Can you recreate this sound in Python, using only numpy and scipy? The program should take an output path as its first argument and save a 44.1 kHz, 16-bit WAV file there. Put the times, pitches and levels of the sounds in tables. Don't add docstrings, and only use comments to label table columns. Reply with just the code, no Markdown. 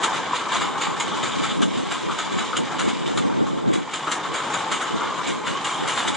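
import sys
import numpy as np
from scipy import signal
from scipy.fft import rfft, irfft
from scipy.io import wavfile
from scipy.ndimage import uniform_filter1d, map_coordinates

SR = 44100
rng = np.random.default_rng(int(sys.argv[2]) if len(sys.argv) > 2 else 0)


def materialize(psi):
    bounded = np.clip(np.atleast_2d(psi).T, -1, 1)
    quanta = np.round(bounded * 32767).astype(np.int16)
    wavfile.write(sys.argv[1], SR, quanta)


N = 271656
TIME = np.arange(N) / SR


def undb(db):
    return 10 ** (np.asarray(db) / 20)


def unit(x):
    return x / np.sqrt(np.mean(x ** 2))


def curves(table):
    s, *columns = np.transpose(table)
    return [np.interp(TIME, s, column) for column in columns]


def fade(t, t60):
    return np.exp(-np.log(1000) * t / t60)


def walk(rate):
    hold = int(SR / rate)
    steps = np.repeat(rng.standard_normal(N // hold + 1), hold)
    return unit(uniform_filter1d(steps, hold)[:N])


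def pan(db):
    return undb(np.array([[db], [-db]]) / 2)


def colour(points, size=2048):
    hz, db = np.transpose(points)
    f = np.maximum(np.fft.rfftfreq(size, 1 / SR), 1)
    level_db = np.interp(np.log(f), np.log(hz), db)
    cepstrum = irfft(np.log(undb(level_db)))
    cepstrum[1:size // 2] *= 2
    cepstrum[size // 2 + 1:] = 0
    response = irfft(np.exp(rfft(cepstrum)))
    return response / np.linalg.norm(response)


def through(x, response):
    return signal.fftconvolve(x, response)[:N]


def contacts(rate, scatter_db):
    struck = rng.random(N) < rate / SR
    size = undb(scatter_db * np.clip(rng.standard_normal(N), -2, 2))
    return unit(struck * size * rng.choice([-1, 1], N))


def flurries(rate, t60, steady_db):
    gaps, sizes = rng.random((N // 100, 2)).T
    starts = (np.cumsum(.5 + gaps) * SR / rate).astype(int)
    bounces = np.bincount(starts, sizes ** 2)[:N]
    bounces = np.pad(bounces, (0, N - len(bounces)))
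    power = np.abs(through(bounces, fade(TIME[:SR // 4], t60) ** 2))
    return unit(np.sqrt(power / power.mean() + undb(steady_db) ** 2))


def part(hz, db, ring_t60, ring_db, side_db, count=90):
    t = TIME[:SR // 4]
    tone = colour(np.transpose([hz, db]))
    mode_hz = rng.uniform(hz[1], hz[-3], (count, 1))
    phase = 2 * np.pi * (mode_hz * t + rng.random((count, 1)))
    modes = np.sum(np.sin(phase), axis=0) * fade(t, ring_t60)
    mid = undb(ring_db) * unit(through(modes, tone)[:len(t)]) / np.sqrt(len(t))
    mid[:len(tone)] += tone
    scatter = rng.standard_normal(len(t)) * fade(t, 0.048)
    side = undb(side_db) * unit(through(scatter, tone)[:len(t)])
    return (unit(mid) + np.array([side, -side])) / np.sqrt(len(t))


def steel(force, points, ring_t60, ring_db, side_db, patchy_db, count=8):
    hz, db = np.transpose(points)
    patches = patchy_db * rng.standard_normal((count, len(hz)))
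    patches -= patches.mean(axis=0)
    struck = np.argmax([walk(rate=18) + .5 * rng.random(N) for _ in range(count)], axis=0)
    out = np.zeros((2, N))
    for k, patch in enumerate(patches):
        response = part(hz, db + patch, ring_t60, ring_db, side_db)
        out += signal.oaconvolve([force * (struck == k)], response, axes=1)[:, :N]
    return out


# time_s, roar_db of the wheels, rattle_db of the loose parts
ROLLING = [(0.0, -25, -34.5), (0.12, -28.5, -34), (0.7, -31.5, -37), (0.94, -30, -37.5), (1.42, -32, -34),
           (1.58, -37, -41.5), (1.82, -37.5, -36), (2.26, -33.5, -35), (2.66, -33, -38), (3.0, -35, -37.5),
           (3.29, -35, -40), (3.71, -38, -43.5), (3.92, -36.5, -42), (4.15, -31.5, -37.5),
           (4.49, -28.5, -36), (4.99, -31.5, -37), (5.23, -31, -35.5), (5.41, -34.5, -40.5),
           (5.56, -31, -37), (6.16, -30, -37)]
# frequency_hz, relative level_db per Hz
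WHEEL_COLOUR = [(400, -29), (640, -8), (710, -8), (850, 1.5), (950, 0), (1090, 1.5), (1280, -2),
                (1420, -4.5), (1650, -8), (1900, -13.5), (2470, -16), (4180, -100)]
# frequency_hz, relative level_db per Hz
PLATE_COLOUR = [(1120, -20.5), (1800, 0), (2000, 0.5), (2280, 4), (2600, -4), (2920, 3), (3250, 2.5),
                (3560, 4), (3950, -1), (4180, -3.5), (4410, -11), (4800, -5.5), (5200, -17.5), (6760, -58),
                (11400, -120)]
# frequency_hz, relative level_db per Hz
CHAIN_COLOUR = [(3000, -30), (5200, 1.5), (6100, -2), (7000, 4), (7900, -4), (8800, -6), (10000, -36),
                (10700, -51), (14000, -50.5), (22000, -100)]
JINGLE_DB = -9


def wagons():
    roar_db, rattle_db = curves(ROLLING)
    flurry = flurries(rate=32, t60=0.33, steady_db=1.5)
    roar = undb(roar_db) * flurries(rate=24, t60=0.15, steady_db=3.5) * contacts(rate=7000, scatter_db=3.0)
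    rattle = undb(rattle_db - 0.95) * flurry * contacts(rate=1300, scatter_db=0.0)
    jingle = undb(rattle_db + JINGLE_DB) * flurry * contacts(rate=5000, scatter_db=0.5)
    wheels = steel(roar, WHEEL_COLOUR, ring_t60=0.11, ring_db=-3.0, side_db=-10.5, patchy_db=1.0)
    plates = steel(rattle, PLATE_COLOUR, ring_t60=0.15, ring_db=-3, side_db=-8.5, patchy_db=0.5)
    chains = steel(jingle, CHAIN_COLOUR, ring_t60=0.073, ring_db=-2.0, side_db=-4.0, patchy_db=0.5, count=5)
    return wheels * pan(db=1.4) + plates * pan(db=-1.0) + chains * pan(db=0.5)


# time_s, level_db
RINGING = [(0, -43), (.4, -34), (.8, -36.5), (1.2, -39.5), (1.5, -34.5), (1.7, -41.5), (2.05, -36.5),
           (2.4, -39), (3.0, -44), (3.7, -55), (4.18, -35.5), (4.27, -36.5), (4.7, -41), (5.1, -30),
           (5.4, -38.5), (5.7, -35.5), (6.16, -34.5)]
# pitch_hz before the drift, relative level_db
DISC_MODES = [(1040, -8), (1100, -1), (1265, -5.5), (1510, -12.5)]


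def wheel_ring(ring_t60=0.045, drift=.035, flutter_db=0.4):
    ring_db, = curves(RINGING)
    t = TIME[:SR // 4]
    modes = sum(undb(db) * np.sin(2 * np.pi * hz * t) for hz, db in DISC_MODES)
    note = modes * fade(t, ring_t60) * (1 - fade(t, 0.0048))
    ring = unit(through(contacts(rate=3000, scatter_db=1.0), note))
    position = np.cumsum(1 + drift * walk(rate=7))
    drifting = map_coordinates(ring, [position], mode="mirror")
    return drifting * undb(ring_db + flutter_db * walk(rate=30))


# start_s, build_up_s, t60_s, frames level_db, plates and couplings level_db
JOLTS = [(0.025, 0.016, 0.11, -20.5, -20.5), (0.129, 0.016, 0.36, -31.5, -33.5),
         (.32, 0.04, 0.25, -33, -29), (0.397, .015, 0.12, -29, -45), (.506, 0.033, 0.46, -27, -27),
         (0.538, 0.017, 0.14, -31, -33), (0.602, 0.017, 0.23, -26, -27.5), (.772, .008, 0.17, -31, -38),
         (0.805, 0.012, 0.47, -27.5, -27.5), (0.998, 0.003, 0.16, -34, -25.5),
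         (1.157, 0.015, 0.087, -30, -34.5), (1.226, 0.0073, 0.52, -27.5, -30),
         (1.426, 0.011, 0.44, -29.5, -30.5), (1.489, 0.019, 0.31, -32, -34.5),
         (1.614, 0.0098, 0.16, -27, -28), (1.765, 0.014, 0.27, -35, -38.5), (1.903, 0.011, 0.34, -28, -30),
         (1.962, 0.0096, .25, -38, -39.5), (2.101, 0.018, .15, -33, -36), (2.177, 0.011, 0.3, -32, -30),
         (2.305, 0.02, 0.48, -35, -37), (2.365, 0.024, 0.24, -29.5, -30), (2.562, 0.01, 0.07, -25, -24),
         (2.701, 0.02, 0.17, -28, -41), (2.788, 0.006, 0.36, -24.5, -29.5),
         (2.873, 0.014, 0.17, -31, -32.5), (3.06, .008, 0.46, -37, -39), (3.171, 0.006, 0.1, -26.5, -27.5),
         (3.462, 0.006, 0.31, -39, -44), (3.665, 0.023, 0.14, -42, -43), (3.724, 0.012, 0.28, -31.5, -31),
         (3.929, .012, 0.31, -28.5, -28.5), (4.063, 0.014, 0.14, -24, -36.5),
         (4.113, 0.0045, 0.18, -27, -25), (4.23, 0.026, 0.16, -29, -37), (4.335, 0.011, 0.58, -27, -29.5),
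         (4.525, 0.017, 0.31, -25.5, -28.5), (4.595, .012, 0.11, -33, -40),
         (4.712, 0.0057, 0.33, -26.5, -25), (4.807, 0.0055, 0.44, -25.5, -34.5),
         (5.165, 0.021, 0.22, -29, -39), (5.259, 0.015, 0.4, -35, -29.5), (5.454, 0.02, 0.32, -27, -29),
         (5.64, 0.0076, 0.67, -31.5, -29), (5.869, 0.011, 0.61, -28.5, -26.5),
         (5.95, 0.027, 0.66, -27, -28), (6.069, 0.013, 0.11, -27.5, -24), (6.138, 0.0098, .2, -39, -31.5)]
USUAL_RISE_S = .013
PLATE_SNAP_DB, COUPLING_SNAP_DB = -0.2, 1.5
STIR_DB, STIR_T60_S = -11, 0.14


def jolts(crest_db=4, crest_t60=0.058):
    power = np.zeros((3, N))
    for s, rise, t60, frame_db, loose_db in JOLTS:
        span = slice(max(int(s * SR) - SR // 8, 0), int(s * SR) + SR // 2)
        age = TIME[span] - s
        after = np.maximum(age - rise, 0)
        stir = undb(STIR_DB) * fade(np.maximum(-age, 0), STIR_T60_S)
        slam = np.minimum(age / rise, 1) * undb(crest_db * fade(after, crest_t60))
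        shape = np.maximum(slam, stir) * fade(after, t60)
        snap = np.log2(USUAL_RISE_S / rise)
        strength = undb([frame_db, loose_db + PLATE_SNAP_DB * snap, loose_db + COUPLING_SNAP_DB * snap])
        power[:, span] += (strength[:, None] * shape) ** 2
    return np.sqrt(power)


def chatter(blow_s, gap_s=0.0055, rebound_db=-4.0, count=3):
    blow, turn = np.zeros(N), np.arange(count)
    lateness = rng.random((len(JOLTS), count))
    for (s, rise, *_), late in zip(JOLTS, lateness):
        times = s + .6 * rise + gap_s * turn * (1 + late)
        at = np.minimum((times * SR).astype(int), N - 1)
        blow[at] = np.sqrt(blow_s * SR * USUAL_RISE_S / rise) * undb(rebound_db * turn)
    return flurries(rate=170, t60=0.022, steady_db=2) * contacts(rate=6000, scatter_db=0.0) + blow


# frequency_hz, relative level_db per Hz
FRAME_COLOUR = [(400, -31), (680, -6.5), (900, -6), (1100, -2), (1290, 5), (1420, -2.5), (1520, 0),
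                (1650, -4), (2000, -12), (2600, -27), (4180, -100)]
# frequency_hz, relative level_db per Hz
COUPLING_COLOUR = [(3000, -29.5), (5200, -10), (6200, -4), (6900, 3.5), (7400, 2), (8000, -5), (8800, -9.5),
                   (10000, -16), (10700, -39), (14000, -67), (22000, -100)]


def clanks():
    frame_jolt, plate_jolt, coupling_jolt = jolts(crest_db=2.5, crest_t60=0.3)
    frame_force = undb(-2.0) * frame_jolt * chatter(blow_s=0.00082)
    plate_force = undb(-1.25) * plate_jolt * chatter(blow_s=0.0013)
    coupling_force = undb(-7.0) * coupling_jolt * chatter(blow_s=0.001)
    frames = steel(frame_force, FRAME_COLOUR, ring_t60=0.099, ring_db=-10, side_db=-12.0, patchy_db=1.5)
    plates = steel(plate_force, PLATE_COLOUR, ring_t60=0.14, ring_db=-3.5, side_db=-10.0, patchy_db=1.5)
    couplings = steel(coupling_force, COUPLING_COLOUR, ring_t60=0.15, ring_db=-2.5, side_db=-8.0,
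                      patchy_db=3.5, count=10)
    return frames * pan(db=4.0) + plates * pan(db=-1.0) + couplings * pan(db=0.0)


# start_s, level_db before gain_db, pitch_hz of the lower mode
WHEEL_KNOCKS = [(.332, -12.5, 1045), (.466, -16.5, 1050), (.519, -12.5, 1030), (.556, -15, 1070),
                (.759, -18.5, 1100), (.871, -18, 1060), (0.902, -16, 1070), (.997, -18, 1040),
                (1.119, -17, 1110), (1.442, -16, 1305), (1.945, -18, 1070), (2.096, -14.5, 1160),
                (2.116, -18, 1130), (2.188, -14, 1300), (2.413, -18, 1180), (2.441, -19.5, 1080),
                (2.531, -11, 1240), (2.703, -23, 1280), (3.174, -15, 1194), (3.466, -18.5, 1085),
                (4.071, -11.5, 1214), (4.719, -17, 1120), (4.816, -20, 1350), (5.008, -14, 1210),
                (5.192, -18, 1160), (5.741, -21, 1060)]
KNOCK_T60_S, BOUNCE_GAP_S = 0.19, .011


def knocks(gain_db=-4, ring_t60=0.027, bounce_db=-3, bounce_rate=200, rebound_db=-3.0,
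           upper_ratio=1.19, upper_db=-7, count=3):
    out, t, turn = np.zeros(N + SR), TIME[:SR // 8], np.arange(count)
    for s, db, hz in WHEEL_KNOCKS:
        size = rng.uniform(-1, 1, len(t))
        blows = (rng.random(len(t)) < bounce_rate / SR) * size * undb(bounce_db) * fade(t, KNOCK_T60_S)
        gaps = BOUNCE_GAP_S * rng.uniform(.7, 1.3, count)
        times = np.cumsum(gaps) - gaps[0]
        blows[(times * SR).astype(int)] = undb(rebound_db * turn)
        lower = np.sin(2 * np.pi * hz * t)
        upper = undb(upper_db) * np.sin(2 * np.pi * hz * upper_ratio * t)
        note = (lower - upper) * fade(t, ring_t60) * (1 - fade(t, 0.0043))
        start = int(s * SR)
        out[start:start + len(t)] += undb(db + gain_db) * through(blows, note / note.max())[:len(t)]
    return out[:N] * pan(db=3.5)


# start_s, pitch_hz of the lower mode, level_db before the pan
LINK_SNAPS = [(.034, 7660, -29), (.54, 5900, -31), (.615, 4920, -39), (1, 6850, -31), (1.435, 7070, -34),
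              (2.567, 6870, -32), (2.567, 2900, -29), (2.792, 5850, -36), (3.174, 6970, -30),
              (3.937, 7300, -37), (4.538, 7140, -28), (4.717, 7600, -37), (5.877, 6400, -37),
              (5.975, 6940, -31), (6.075, 3780, -29)]


def chinks(ring_t60=0.046, chatter_t60=0.093, upper_ratio=1.1, left_db=0.5):
    out, t = np.zeros((2, N + SR)), TIME[:SR // 5]
    decay = fade(t, chatter_t60)
    for s, hz, db in LINK_SNAPS:
        blows = (rng.random(len(t)) < 700 / SR) * rng.standard_normal(len(t)) * decay
        phase = 2 * np.pi * (np.outer([hz, hz * upper_ratio], t) + rng.random((2, 1)))
        pair = np.sin(phase) * fade(t, ring_t60)
        lower, upper = (signal.fftconvolve(blows, mode)[:len(t)] for mode in pair)
        ring = np.array([lower + upper / 3, lower - upper / 3])
        start = int(s * SR)
        out[:, start:start + len(t)] += undb(db) * unit(ring) * np.sqrt(np.mean(decay ** 2))
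    return out[:, :N] * pan(db=left_db)


def ticks(rate=38, over_rattle_db=-8.5):
    _, rattle_db = curves(ROLLING)
    force = undb(rattle_db + over_rattle_db) * contacts(rate=rate, scatter_db=1.5)
    return steel(force, PLATE_COLOUR, ring_t60=0.071, ring_db=-2, side_db=-9.5, patchy_db=3.5, count=6)


# start_s, length_s, level_db at the middle
FLANGE_RUBS = [(1.1, 0.079, -38), (1.298, 0.059, -33.5), (1.46, 0.087, -32.5), (1.616, 0.031, -29),
               (2.87, 0.052, -44), (3.046, 0.055, -37), (5.722, 0.14, -38.5)]
# frequency_hz, relative level_db per Hz
RUB_COLOUR = [(1500, -37), (2750, -15), (3100, -2), (3350, 0), (3600, 3.5), (3950, -16), (4600, -30),
              (8000, -59)]


def flange_rubs(grain_db=3):
    pressure = np.zeros(N)
    for s, length, db in FLANGE_RUBS:
        along = np.clip((TIME - s) / length, 0, 1)
        pressure += undb(db) * np.sin(np.pi * along)
    force = pressure * contacts(rate=900, scatter_db=grain_db)
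    return steel(force, RUB_COLOUR, ring_t60=0.11, ring_db=-9, side_db=-15, patchy_db=0.0, count=4)


# start_s, length_s, pitch_hz at the middle before drift, glide_hz_per_s, level_db at the middle before flutter
FLANGE_SONGS = [(2.83, .12, 2210, 0, -41), (2.97, .06, 2920, 0, -40), (4.55, .11, 2970, -700, -40),
                (4.8, .17, 3030, -600, -37.5), (5.01, .11, 2160, 800, -37), (5.2, .17, 2220, -1300, -41),
                (5.48, .13, 2912, -300, -39), (5.635, .055, 2850, -900, -32), (5.68, .1, 3130, 900, -39.5),
                (5.85, .08, 3260, 300, -39), (5.97, .11, 2900, 0, -39)]


def flange_songs():
    out = np.zeros(N)
    drift = 1 + .007 * walk(rate=90)
    flutter = undb(-1.5) * unit(undb(3.5 * walk(rate=140)))
    for s, length, hz, glide, db in FLANGE_SONGS:
        along = np.clip((TIME - s) / length, 0, 1)
        pitch = (hz + glide * length * (along - .5)) * drift
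        out += undb(db) * np.sin(np.pi * along) * np.sin(2 * np.pi * np.cumsum(pitch) / SR)
    return np.sqrt(2) * out * flutter


# frequency_hz, relative level_db per Hz
BODY_COLOUR = [(18, -27), (30, -19.5), (53, -38), (90, -14), (156, -2), (220, -2.5), (310, 1.5), (516, 0),
               (720, -4.5), (940, -29.5), (1580, -100)]
DRONE_DB, DRONE_SLOPE, BOOM_DB = -37.3, 0.64, -13
USUAL_ROAR_DB = -31


def drone(sway_db=0.77):
    roar_db, _ = curves(ROLLING)
    rolling = undb(DRONE_DB + DRONE_SLOPE * (roar_db - USUAL_ROAR_DB) + sway_db * walk(rate=14))
    frame_jolt, _, _ = jolts()
    force = np.hypot(rolling, undb(BOOM_DB) * frame_jolt) * contacts(rate=2500, scatter_db=1.5)
    return steel(force, BODY_COLOUR, ring_t60=0.28, ring_db=-14.5, side_db=-7.0, patchy_db=0.4, count=5)


# time_s, level_db before the eddies
BREEZE_LEVEL = [(0, -43), (.8, -36), (1.25, -30), (1.5, -31), (1.62, -21), (1.8, -27.5), (1.95, -32.5),
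                (2.25, -33.5), (2.5, -28), (2.7, -37), (2.85, -24.5), (3.5, -21.5), (3.76, -22), (3.9, -47),
                (4.85, -51), (5.05, -29.5), (5.7, -47.5), (6.16, -34)]
# peak_s, level_db at the peak
WIND_PUFFS = [(.56, -32), (.9, -26.5), (1.08, -34), (1.22, -37), (1.42, -22.5), (2.07, -24), (2.35, -24),
              (2.6, -22), (3.19, -23), (4.31, -32), (4.73, -32), (4.94, -23), (5.3, -24.5), (5.52, -27.5),
              (5.83, -26), (6.09, -25.5)]
# frequency_hz, relative level_db per Hz
OPPOSED_COLOUR = [(18, -53), (30, -40), (55, -36), (90, -19.5), (157, -1), (260, 1), (450, -5), (874, -19),
                  (1780, -32), (3000, -50), (6600, -100)]
# frequency_hz, relative level_db per Hz
COMMON_COLOUR = [(18, -18), (45, -25), (90, -3.5), (160, 3.5), (260, -5.5), (500, -26), (1500, -60)]
EDDY_DB, EDDY_RATE = 3, 18
PUFF_WIDTH_S = .028


def wind(common_db=-25):
    breeze_db, = curves(BREEZE_LEVEL)
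    breeze = undb(breeze_db + EDDY_DB * walk(rate=EDDY_RATE))
    puffs = sum(undb(db) * np.exp(-.5 * ((TIME - s) / PUFF_WIDTH_S) ** 2) for s, db in WIND_PUFFS)
    strength = np.hypot(breeze, puffs)
    opposed = through(strength * rng.standard_normal(N), colour(OPPOSED_COLOUR))
    common = through(strength * rng.standard_normal(N), colour(COMMON_COLOUR))
    return opposed * np.array([[1], [-1]]) + undb(common_db) * common


def scene():
    rolling = wagons() + wheel_ring() + drone() + flange_rubs() + flange_songs()
    jolting = clanks() + knocks() + chinks() + ticks()
    return rolling + jolting + wind()


TOP_HZ = 10600


def record(dry):
    low_pass = signal.ellip(8, .2, 80, TOP_HZ, fs=SR, output="sos")
    return signal.sosfilt(low_pass, dry)


dry = scene()
out = record(dry)
materialize(out)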